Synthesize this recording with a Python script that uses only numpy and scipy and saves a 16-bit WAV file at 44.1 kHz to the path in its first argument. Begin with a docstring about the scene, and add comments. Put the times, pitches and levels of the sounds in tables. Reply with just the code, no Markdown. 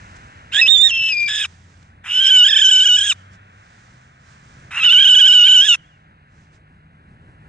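"""A barn owl screeches three times on a lawn, close to a hand-held phone; the first screech breaks into a squeal.
Overtones of its jittery voice box sing through a strong throat resonance; they roughen when the pitch flicks up.
The squeal is a whistle with a second membrane beating against it, and coloured noise rasps around the voice.
Bursts of noise are feathers rustling in the grass; tyre noise hisses on a road to the right,
and far off an engine, a tone with one overtone, gathers speed."""
import sys
import numpy as np
from scipy import signal
from scipy.fft import rfft, irfft
from scipy.io import wavfile
from scipy.ndimage import uniform_filter1d, minimum_filter1d, map_coordinates

SR = 44100
rng = np.random.default_rng(int(sys.argv[2]) if len(sys.argv) > 2 else 0)


def put_to_file(sound):
    """Save the sound as 16-bit audio at rate SR, in the file named by the first command-line argument."""
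    columns = np.atleast_2d(sound).T  # one column per channel
    safe = np.clip(columns, -1, 1)
    whole_steps = np.round(safe * 32767)
    wavfile.write(sys.argv[1], SR, whole_steps.astype(np.int16))


N = 329868
TIME = np.arange(N) / SR  # seconds

# unevenness of the pitch, as a share of it, in a fully rough voice
ROUGH_JITTER = .022
# the air comes in uneven bursts: spread of their level, and how fast they come
RATTLE_DB, RATTLE_HZ = 3.2, 190


def undb(db):
    """Turn decibels into a gain."""
    return 10 ** (np.asarray(db) / 20)


def curves(table):
    """Join the points of each table column by straight lines in time."""
    s, *columns = np.transpose(table)
    return [np.interp(TIME, s, column) for column in columns]


def response(spectrum, hz):
    """Read the gain of a spectrum at the given frequencies."""
    points, db = np.transpose(spectrum)
    return undb(np.interp(np.log(hz + 1), np.log(points), db))


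def colour(x, spectrum):
    """Filter a sound by a spectrum, making some pitches louder than others."""
    hz = np.arange(N // 2 + 1) * SR / N
    return irfft(rfft(x) * response(spectrum, hz), N)


def noise(spectrum):
    """Make coloured noise of rms 1."""
    x = colour(rng.standard_normal(N), spectrum)
    return x / x.std()


def wander(hz):
    """Make a random motion up to about hz, with a spread of 1."""
    low_pass = signal.butter(4, hz, fs=SR, output="sos")
    x = signal.sosfilt(low_pass, rng.standard_normal(N))
    return x / x.std()


def delay(x, ms):
    """Make a sound arrive a little later; the delay may move."""
    return map_coordinates(x, [(TIME - ms / 1000) * SR], mode="mirror")


def gate(start, end, edge_s):
    """Open from start to end, with short sloping edges."""
    return np.clip(np.minimum(TIME - start, end - TIME) / edge_s + .5, 0, 1)


def echoes(x, t60):
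    """Add up dense random reflections that fall by 60 dB in t60 seconds, different at each microphone."""
    tail = rng.standard_normal((2, SR)) * np.exp(-np.log(1000) * TIME[:SR] / t60)
    tail = tail / np.linalg.norm(tail, axis=1, keepdims=True)
    return signal.fftconvolve(x[None], tail)[:, :N]


def bump(s, half):
    """Make a bell-shaped swell of height 1 around a moment."""
    return np.exp(-.5 * np.minimum(((TIME - s) / half) ** 2, 100))


def swells(table):
    """Add up the gains of bell-shaped swells, each (t/s, level/dB, half length/s)."""
    return sum(undb(db) * bump(s, half) for s, db, half in table)


def flick(s, half):
    """Make a flat-topped jump of height 1 around a moment."""
    return np.exp(-.25 * np.minimum(np.abs((TIME - s) / half) ** 3.2, 200))


def road():
    """Tyre hiss reaches the right microphone before the left; a low rumble comes from all around."""
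    # colour of the tyre hiss: f/Hz, level/dB
    tyre_spectrum = [(200, -28.5), (450, -15.5), (750, -5.5), (1250, -3), (1600, -1), (2100, -8),
                     (3000, -14.5), (4500, -28), (9000, -59)]
    # colour of the low rumble: f/Hz, level/dB
    rumble_spectrum = [(15, -19), (40, -7.5), (80, 1), (130, -1.5), (200, -6), (300, -15.5), (450, -21.5),
                       (1000, -29), (3000, -49)]
    # loudness of the road: t/s, tyre hiss level/dB, rumble level/dB
    road_levels = [(0.35, -45.5, -46), (1.6, -57, -52), (3.2, -50.5, -54.5), (4.2, -53.5, -54),
                   (4.65, -50, -47), (5.85, -55.5, -55), (6.9, -57.5, -51), (7.48, -54, -45.5)]
    # how much later the hiss reaches the left microphone as the phone turns: t/s, delay/ms
    road_lag = [(0, 0.45), (4.4, 0.51), (6, 0.46)]
    tyre_db, rumble_db = curves(road_levels)
    hiss = noise(tyre_spectrum) * undb(tyre_db + 0.23 * wander(11))
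    late = delay(hiss, curves(road_lag)[0])
    scattered = np.array([noise(tyre_spectrum), noise(tyre_spectrum)]) * undb(tyre_db - 22.5)
    rumble = noise(rumble_spectrum) * undb(rumble_db + 1.5 * wander(8.6))
    # a weak rumble of opposite sign left and right makes the sound wide
    spread = np.array([[1], [-1]]) * noise(rumble_spectrum) * undb(rumble_db - 18.5)
    return np.array([late, hiss]) + scattered + rumble + spread


def engine():
    """A far engine fires steadily faster, with one smooth pull to a higher speed."""
    start_hz, creep_hz_per_s = 83.3, 1.7
    pull_hz, pull_at_s, pull_s = 59, 3.87, 0.28
    base_db = -55.5
    # swells added to the base level: t/s, level/dB, half length/s
    surges = [(1.6, -52.5, 0.21), (3.17, -46, 0.18), (4.0, -61.5, 0.063)]
    pull = pull_hz / (1 + np.exp((pull_at_s - TIME) / pull_s))
    hz = start_hz + creep_hz_per_s * TIME + pull
    phase = 2 * np.pi * np.cumsum(hz * (1 + 0.001 * wander(6.6))) / SR
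    tone = np.sin(phase) + undb(-16.0) * np.sin(2 * phase)
    return tone * (undb(base_db) + swells(surges)) * undb(2 * wander(8.2))


def grass():
    """Blades of grass crackle as noise under each brush of feathers and feet."""
    # colour of the crackle: f/Hz, level/dB
    grass_spectrum = [(300, -5), (1500, 4.5), (3000, -1), (4500, -1.5), (6500, 0), (8200, -7), (9600, -19)]
    # quick flicks and long scuffles: t/s, level before the gain of each side/dB, half length/s
    brushes = [(0.02, -56, 0.39), (0.166, -54, 0.0043), (1.5, -57, 0.11), (1.778, -61, 0.091),
               (1.83, -58, 0.0022), (3.17, -60.5, 0.095), (3.34, -58, 0.016), (3.82, -59, 0.23),
               (4.3, -59.5, 0.051), (4.55, -57.5, 0.16), (5.8, -67, 0.15), (6.405, -64.5, 0.063),
               (6.55, -62.5, 0.019)]
    pressure = swells(brushes) * undb(0.35 * wander(7.1) + 0.62 * wander(300))
    shared = noise(grass_spectrum)
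    left = undb(-9.5) * (shared + noise(grass_spectrum))
    right = undb(4.0) * shared
    return pressure * np.array([left, right])


def gesture(start, end, hz, db, swell_s, hoarse_s, rough, gape_db, wide, scoop, settle_s, drop, choke_db):
    """A voice box starts slack, hoarse and weak, tightens, holds while the owl tires, and lets go."""
    # while the sound is held, the owl tires and its beak opens wider
    tiring_db_per_s, gape_db_per_s, fray_per_s = -6.5, 7, 0.063
    # towards the end the air runs out and the beak is thrown wide
    spent_db, gasp_db, spent_s = -2.5, 5.5, 0.11
    # the voice box lets go: the pitch drops and roughens, then the sound stops
    drop_s, drop_rough, release_db, release_s = 0.02, 0.4, -33.5, 0.005
    onset_db = -38
    age = np.clip(TIME - start, 0, end - start)
    left = np.clip(end - TIME, 0, end - start)
    letting_go = np.exp(-(left / drop_s) ** 2)
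    # the wider the beak, the less the voice runs out of air
    spent = (1 - wide) * np.exp(-left / spent_s)
    pitch = hz * (1 - scoop * np.exp(-age / settle_s) - drop * letting_go)
    effort_db = db + onset_db * np.exp(-age / swell_s) + tiring_db_per_s * age
    effort_db = effort_db + spent_db * spent + release_db * np.exp(-left / release_s)
    gain = undb(effort_db) * gate(start, end, edge_s=.006)
    hoarse = np.maximum(np.exp(-(age / hoarse_s) ** 2), drop_rough * letting_go)
    roughness = rough + (1 - rough) * hoarse + fray_per_s * age
    treble_db = gape_db + gape_db_per_s * age + gasp_db * spent
    return np.array([pitch, gain, roughness, treble_db, np.full(N, np.clip(wide, 0, 1)), np.full(N, choke_db)])


def harmonics(hz, rough, wide, strain, choke_db, flutter):
    """Throat resonances weight each overtone of the voice box; strain alters the main one and dims the odd ones."""
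    # throat and open beak: f/Hz, level/dB
    throat_spectrum = [(700, -45), (1150, -21), (1500, -24), (1780, -17), (2150, -27.5), (2500, -7.5),
                       (2950, 0), (3060, 0.5), (3220, -2.5), (3700, -14), (4300, -39), (5400, -29),
                       (7600, -34), (9500, -62.5)]
    # throat with the beak thrown wide, flatter and brighter: f/Hz, level/dB
    wide_spectrum = [(700, -31), (1200, -16.5), (1650, -2.5), (1900, 3.5), (2150, -14), (2550, 8.5),
                     (3300, 2.5), (3850, -0.5), (4400, -12.5), (5100, -13), (5800, -17.5), (7600, -21),
                     (9500, -28)]
    # strength of each overtone at the voice box, from the fundamental up: level/dB
    overtone_levels = [-12.5, -1, -16, 0.5, -15.5, -4, -7.5, -4, -8, -4, -12.5, -3]
    odd_fade_db = -4  # at full strain with the beak not wide
    # phase slips in radians, before roughness scales them; the fundamental smears into a breathy band
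    fundamental_slip, strong_slip, slip_per_overtone = 2.5, .22, .16
    torn_slip = .65  # extra slip of the main overtone, before roughness and beak scale it
    phase, voice = 2 * np.pi * np.cumsum(hz) / SR, 0
    smooth_hz = uniform_filter1d(hz, size=180)
    for k, db in enumerate(overtone_levels, start=1):
        narrow_gain = response(throat_spectrum, k * smooth_hz)
        wide_gain = response(wide_spectrum, k * smooth_hz)
        throat = narrow_gain ** (1 - wide) * wide_gain ** wide
        db = db + k % 2 * odd_fade_db * strain * (1 - wide)
        # the second and fourth hold steadiest; the others slip in phase and widen into bands
        if k == 1:
            radians = fundamental_slip
        elif k in (2, 4):
            radians = strong_slip
        else:
            radians = slip_per_overtone * max(k, 5)
        slip = radians * (.7 + rough / 2) * wander(120)
        if k == 4:  # roughness tears the main overtone into sidebands
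            slip = slip + torn_slip * (1 + wide) * rough ** 2 * wander(300)
            db = db + choke_db * strain
        elif k != 2:  # the weaker overtones come and go
            db = db + 3 * wander(60) + 4 * wander(14)
        tone = throat * undb(db) * np.sin(k * phase + slip)
        voice = voice + tone * (1 + flutter * rough * wander(190))
    return voice * np.sqrt(2)


def screeches():
    """Uneven cycles make the voice harsh, over rasping air; it growls when slack and rattles more when strained."""
    # stretches of screeching; the first two stand before and after the squeal: start/s, end/s, held pitch/Hz,
    # starting effort/dB, swell time/s, hoarse start/s, held roughness/0-1, starting treble from the open beak/dB,
    # beak thrown wide/0-1, share by which the pitch starts low, time to settle/s,
    # share by which it drops at the end, change of the main overtone at full strain/dB
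    screech_rows = [(0.516, 0.621, 842.5, -13, 0.017, 0.036, 0.4, -5, 0.85, 0.34, .012, 0.018, 0.5),
                    (1.274, 1.465, 854, -18.5, 0.0036, 0.013, 0.58, 0.5, 0.6, .03, 0.013, .4, 0.5),
                    (2.039, 3.134, 750, -4, 0.099, 0.17, 0.12, -1, 0.18, .28, .04, 0.22, -2),
                    (4.708, 5.76, 740.5, 0, 0.093, 0.083, 0.24, -4, 0.03, 0.17, .11, 0.1, 0)]
    # quick or drawn-out flicks of the pitch, sags if negative: t/s, rise/Hz, half length/s
    flicks = [(0.604, 115, .011), (2.248, 35, .035), (2.297, 59.5, .005), (2.34, 22, .013),
              (2.384, -15.5, .016), (2.427, -28, .009), (2.453, 60, .006), (2.494, 100, .011),
              (2.495, 46, .004), (2.521, 104.5, .0046), (2.549, 104, .0066), (2.55, 28.5, .058),
              (2.584, 109.5, .004), (2.607, 109.5, .006), (2.64, 90.5, .0032), (2.682, 15.5, .02),
              (2.706, 65.5, .004), (2.779, 8, .03), (2.848, 79, .0062), (2.862, -21, .005),
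              (2.881, 42.5, .004), (2.91, -11, .02), (2.976, 76, .0055), (3.002, 79, .0055),
              (3.051, 79.5, .018), (3.09, 51.5, .011), (4.765, 18.5, .012), (4.818, -51, .012),
              (4.847, 54, .004), (4.863, 46, .006), (4.897, -33, .008), (4.928, 50, .009),
              (4.986, 45.5, .007), (5.015, 75, .008), (5.041, 76.5, .007), (5.079, 51, .006),
              (5.107, 27.5, .006), (5.152, 81.5, .0036), (5.199, 86.5, .0066), (5.25, 45, .004),
              (5.273, 63.5, .0042), (5.336, 51.5, .005), (5.419, -11.5, .02), (5.473, 49.5, .008),
              (5.517, 33.5, .004), (5.548, 36, .006), (5.652, 70, .026), (5.665, 46.5, .013),
              (5.725, -24, .022)]
    # moments when the voice cracks: t/s, added roughness/0-1, half length/s
    cracks = [(2.28, .25, .018), (2.475, .3, .008), (3.065, .2, .03), (4.785, .2, .012), (4.85, .35, .013),
              (4.926, .45, .005), (5.048, .2, .008), (5.078, .25, .006), (5.472, .25, .008)]
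    # air rasping through the beak: f/Hz, level/dB
    rasp_spectrum = [(400, -51), (1000, -19.5), (1600, -16), (2000, -4), (2600, -8.5), (3200, -11.5),
                     (3800, -5.5), (4400, -19.5), (5200, -10.5), (7800, -15), (8600, -32), (9500, -17),
                     (10500, -50)]
    # low growl of a slack voice box: f/Hz, level/dB
    growl_spectrum = [(400, -35.5), (750, -11), (1100, -1), (1500, 4.5), (2600, 2), (3200, -9),
                      (4200, -22.5)]
    # throat resonance rung by the bursts of air: f/Hz, level/dB
    ring_spectrum = [(1900, -40), (2450, -11.5), (2800, 1.5), (3050, 0.5), (3300, -9), (3800, -34.5)]
    # air levels before roughness and effort; a wide beak lets more rasp through
    rasp_db, wide_rasp_db, growl_db, ring_db = -18, 13.5, 0.5, -7
    # the growl sets in below this pitch and is full one span lower
    slack_hz, slack_span_hz = 735, 110
    # around and above this pitch the voice is strained
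    strain_hz, strain_span_hz, strain_rough = 803, 18, .14
    waver_hz, quaver = 7, .008  # random motion of the pitch: Hz before the wide beak adds to it, and a share
    controls = gesture(*screech_rows[0])
    for row in screech_rows[1:]:
        controls = np.where(TIME > row[0] - .1, gesture(*row), controls)
    hz, gain, rough, gape_db, wide, choke_db = controls
    slack = np.clip((slack_hz - hz) / slack_span_hz, 0, 1)
    hz = hz + sum(rise * flick(s, half) for s, rise, half in flicks)
    hz = hz + waver_hz * (1 + wide) * wander(55)
    strain = .5 + .5 * np.tanh((hz - strain_hz) / strain_span_hz)
    crack = sum(share * bump(s, half) for s, share, half in cracks)
    rough = np.clip(rough + strain_rough * strain * (1 - wide) + crack, 0, 1)
    jitter = quaver * wander(90) + ROUGH_JITTER * rough * wander(400)
    voice = harmonics(hz * (1 + jitter), rough, wide, strain, choke_db, flutter=0.44)
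    rasp = undb(rasp_db + wide_rasp_db * wide) * noise(rasp_spectrum)
    growl = undb(growl_db) * slack * noise(growl_spectrum)
    ring = undb(ring_db) * (1 - slack) * noise(ring_spectrum)
    rattle = undb(RATTLE_DB * (1 + strain) / 2 * wander(RATTLE_HZ))
    voice = voice + (rasp + growl + ring) * rough ** 2 * rattle
    high_pass = signal.butter(4, 4300, "high", fs=SR, output="sos")
    treble = signal.sosfiltfilt(high_pass, voice)
    return (voice - treble + undb(gape_db) * treble) * gain


def squeal():
    """The voice flips to a whistle; its period doubles at times, and a second membrane beats against it."""
    # the squeal in the middle of the first screech: t/s, pitch f/Hz, level before the overall gain/dB
    squeal_path = [(0.614, 2657, -3), (0.647, 2515, -16.5), (0.669, 2637, -15), (0.682, 3597, -16.5),
                   (0.725, 3720, -9), (0.787, 3500, -16), (0.835, 3658, -13), (0.866, 3740, -18.5),
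                   (0.888, 3500, -21), (0.912, 2702, -19.5), (1.085, 2655, -18), (1.15, 2420, -24),
                   (1.19, 2405, -23.5), (1.222, 2380, -20), (1.26, 2375, -25), (1.287, 2335, -26)]
    # the second membrane joins in: t/s, level against the whistle/dB, half length/s, its pitch f/Hz
    beats = [(0.674, -6.5, 0.011, 2900), (0.758, -11.5, 0.022, 3250), (0.9, -3.5, 0.005, 3200),
             (0.955, -2.5, .016, 3130), (1.025, -2, .026, 2980), (1.085, 2.5, .014, 3080),
             (1.117, -6, .009, 2750)]
    # the period of the whistle doubles: t/s, level against the whistle/dB, half length/s
    doublings = [(0.712, -23, 0.013), (0.862, -11.5, 0.014)]
    # air rasping around the squeal: f/Hz, level/dB
    squeal_air = [(500, -27.5), (1500, -14.5), (1900, -5.5), (2200, -9), (2750, -4), (3050, -12.5),
                  (3550, 0.5), (3850, -10), (4100, -5.5), (4400, -22.5), (5300, -14.5), (6150, -7),
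                  (6600, -18.5), (7600, -17), (9500, -27.5)]
    overall_db, rasp_db = 3.5, -3  # the rasp is further scaled by roughness
    leap_hz_per_s = 9900  # a glide this fast counts as a leap
    # roughness 0-1: held, added in a leap, added while the membranes beat, added at low pitch
    held_rough, leap_rough, beat_rough, sag_rough = 0.08, 0.16, 0.1, .16
    hz, level_db = curves(squeal_path)
    beat = swells(row[:3] for row in beats)
    leap = np.tanh(np.abs(np.gradient(hz)) * SR / leap_hz_per_s)
    sag = np.interp(hz, [2330, 2370, 2700], [1, .4, 0])
    rough = np.clip(held_rough + leap_rough * leap + beat_rough * beat + sag_rough * sag, 0, 1)
    jitter = .004 * wander(70) + ROUGH_JITTER * rough * wander(400)
    phase = 2 * np.pi * np.cumsum(hz * (1 + jitter)) / SR
    second_hz = curves(beats)[-1]
    second = 2 * np.pi * np.cumsum(second_hz * (1 + .024 * wander(200))) / SR
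    # the overtone stands out most at low pitch
    overtone_db = np.interp(hz, [2400, 2700, 3600], [-13, -24, -22])
    slip = (.45 + 1.2 * rough) * wander(110)
    overtone = undb(overtone_db + 3.5 * wander(40)) * np.sin(2 * phase + slip)
    whistle = np.sin(phase) + overtone
    half = (phase + slip) / 2  # half the pitch is twice the period
    doubled = swells(doublings) * (np.sin(half) + undb(-6.0) * np.sin(phase + half))
    beating = beat * (np.sin(second) + undb(-27.0) * np.sin(second + phase))
    # hold the power of whistle and second membrane together about even
    tone = np.sqrt(2 / (1 + beat ** 2)) * (whistle + doubled + beating)
    tone = tone * (1 + .4 * rough * wander(170) + .08 * wander(35))
    rasp = undb(rasp_db + RATTLE_DB * wander(RATTLE_HZ)) * rough ** 1.4 * noise(squeal_air)
    opening = gate(squeal_path[0][0], squeal_path[-1][0], edge_s=.005)
    return (tone + rasp) * undb(level_db + overall_db) * opening


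def owl():
    """Close bounces stripe the treble of the voice at two microphones and shift as the owl moves; echoes answer."""
    # share of the voice scattered by wings, ground and hands: f/Hz, level/dB
    scatter_spectrum = [(1500, -30), (3000, -18), (3600, -5), (4200, 0), (9000, 0)]
    # bounces off the ground and spread wings as the owl moves: t/s, ground delay/ms, wing delay/ms
    bounces = [(0.85, .55, 1.09), (1.0, .55, .79), (1.46, .55, .79), (2.1, .54, .62), (2.62, .55, .6),
               (2.74, .5, .77), (5.05, .52, .77), (5.4, .53, .73)]
    # what the left microphone hears less or more than the right: f/Hz, level/dB
    left_spectrum = [(1700, -1), (2400, -0.5), (3000, -4), (3650, -11), (4300, -3), (9000, 1)]
    # the owl turns towards one side or the other: t/s, left minus right level/dB
    lean = [(0.6, -1), (0.86, 0), (0.98, 2), (1.22, 8), (1.36, 2.5), (2.3, 1), (2.7, 1.74), (5.1, 0.1),
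            (5.7, 1)]
    # far walls answer: delay/ms, level/dB
    far_echoes = [(105, -53), (215, -55)]
    ground_db, wing_db, hand_db, hand_ms = -5, -7, -8, 1.34
    scattered_db, scattered_t60_s = -5, .03
    garden_db, garden_t60_s = -50, .8
    voice = screeches() + squeal()
    stray = colour(voice, scatter_spectrum)
    ground_ms, wing_ms = curves(bounces)
    near = voice + undb(ground_db) * delay(stray, ground_ms)
    near = near + undb(wing_db) * delay(stray, wing_ms)
    near = near + undb(hand_db) * delay(stray, hand_ms)
    # one scattered part is the same on both sides, the other has opposite sign
    shared, apart = undb(scattered_db) * echoes(colour(near, scatter_spectrum), t60=scattered_t60_s)
    left = colour(near + shared + apart / 2, left_spectrum)
    right = delay(near + shared - apart / 2, ms=0.042)
    lean_db = curves(lean)[0]
    direct = np.array([left, right]) * undb(np.array([lean_db, -lean_db]) / 2)
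    far = sum(undb(db) * echoes(delay(voice, ms), t60=.06) for ms, db in far_echoes)
    garden = undb(garden_db) * echoes(voice, t60=garden_t60_s)
    return direct + far + garden


def scene():
    """Sum the road, the engine, the brushed grass and the owl."""
    return road() + engine() + grass() + owl()


def record(dry):
    """The phone holds the loudest peaks down and cuts the top of the treble."""
    top_hz = 9750
    peak = -minimum_filter1d(-np.abs(dry).max(axis=0), size=400)
    gain = uniform_filter1d(np.minimum(1, .88 / (peak + 1e-9)), size=400)
    low_pass = signal.ellip(10, .2, 75, top_hz, fs=SR, output="sos")
    return signal.sosfilt(low_pass, dry * gain)


dry = scene()
out = record(dry)
put_to_file(out)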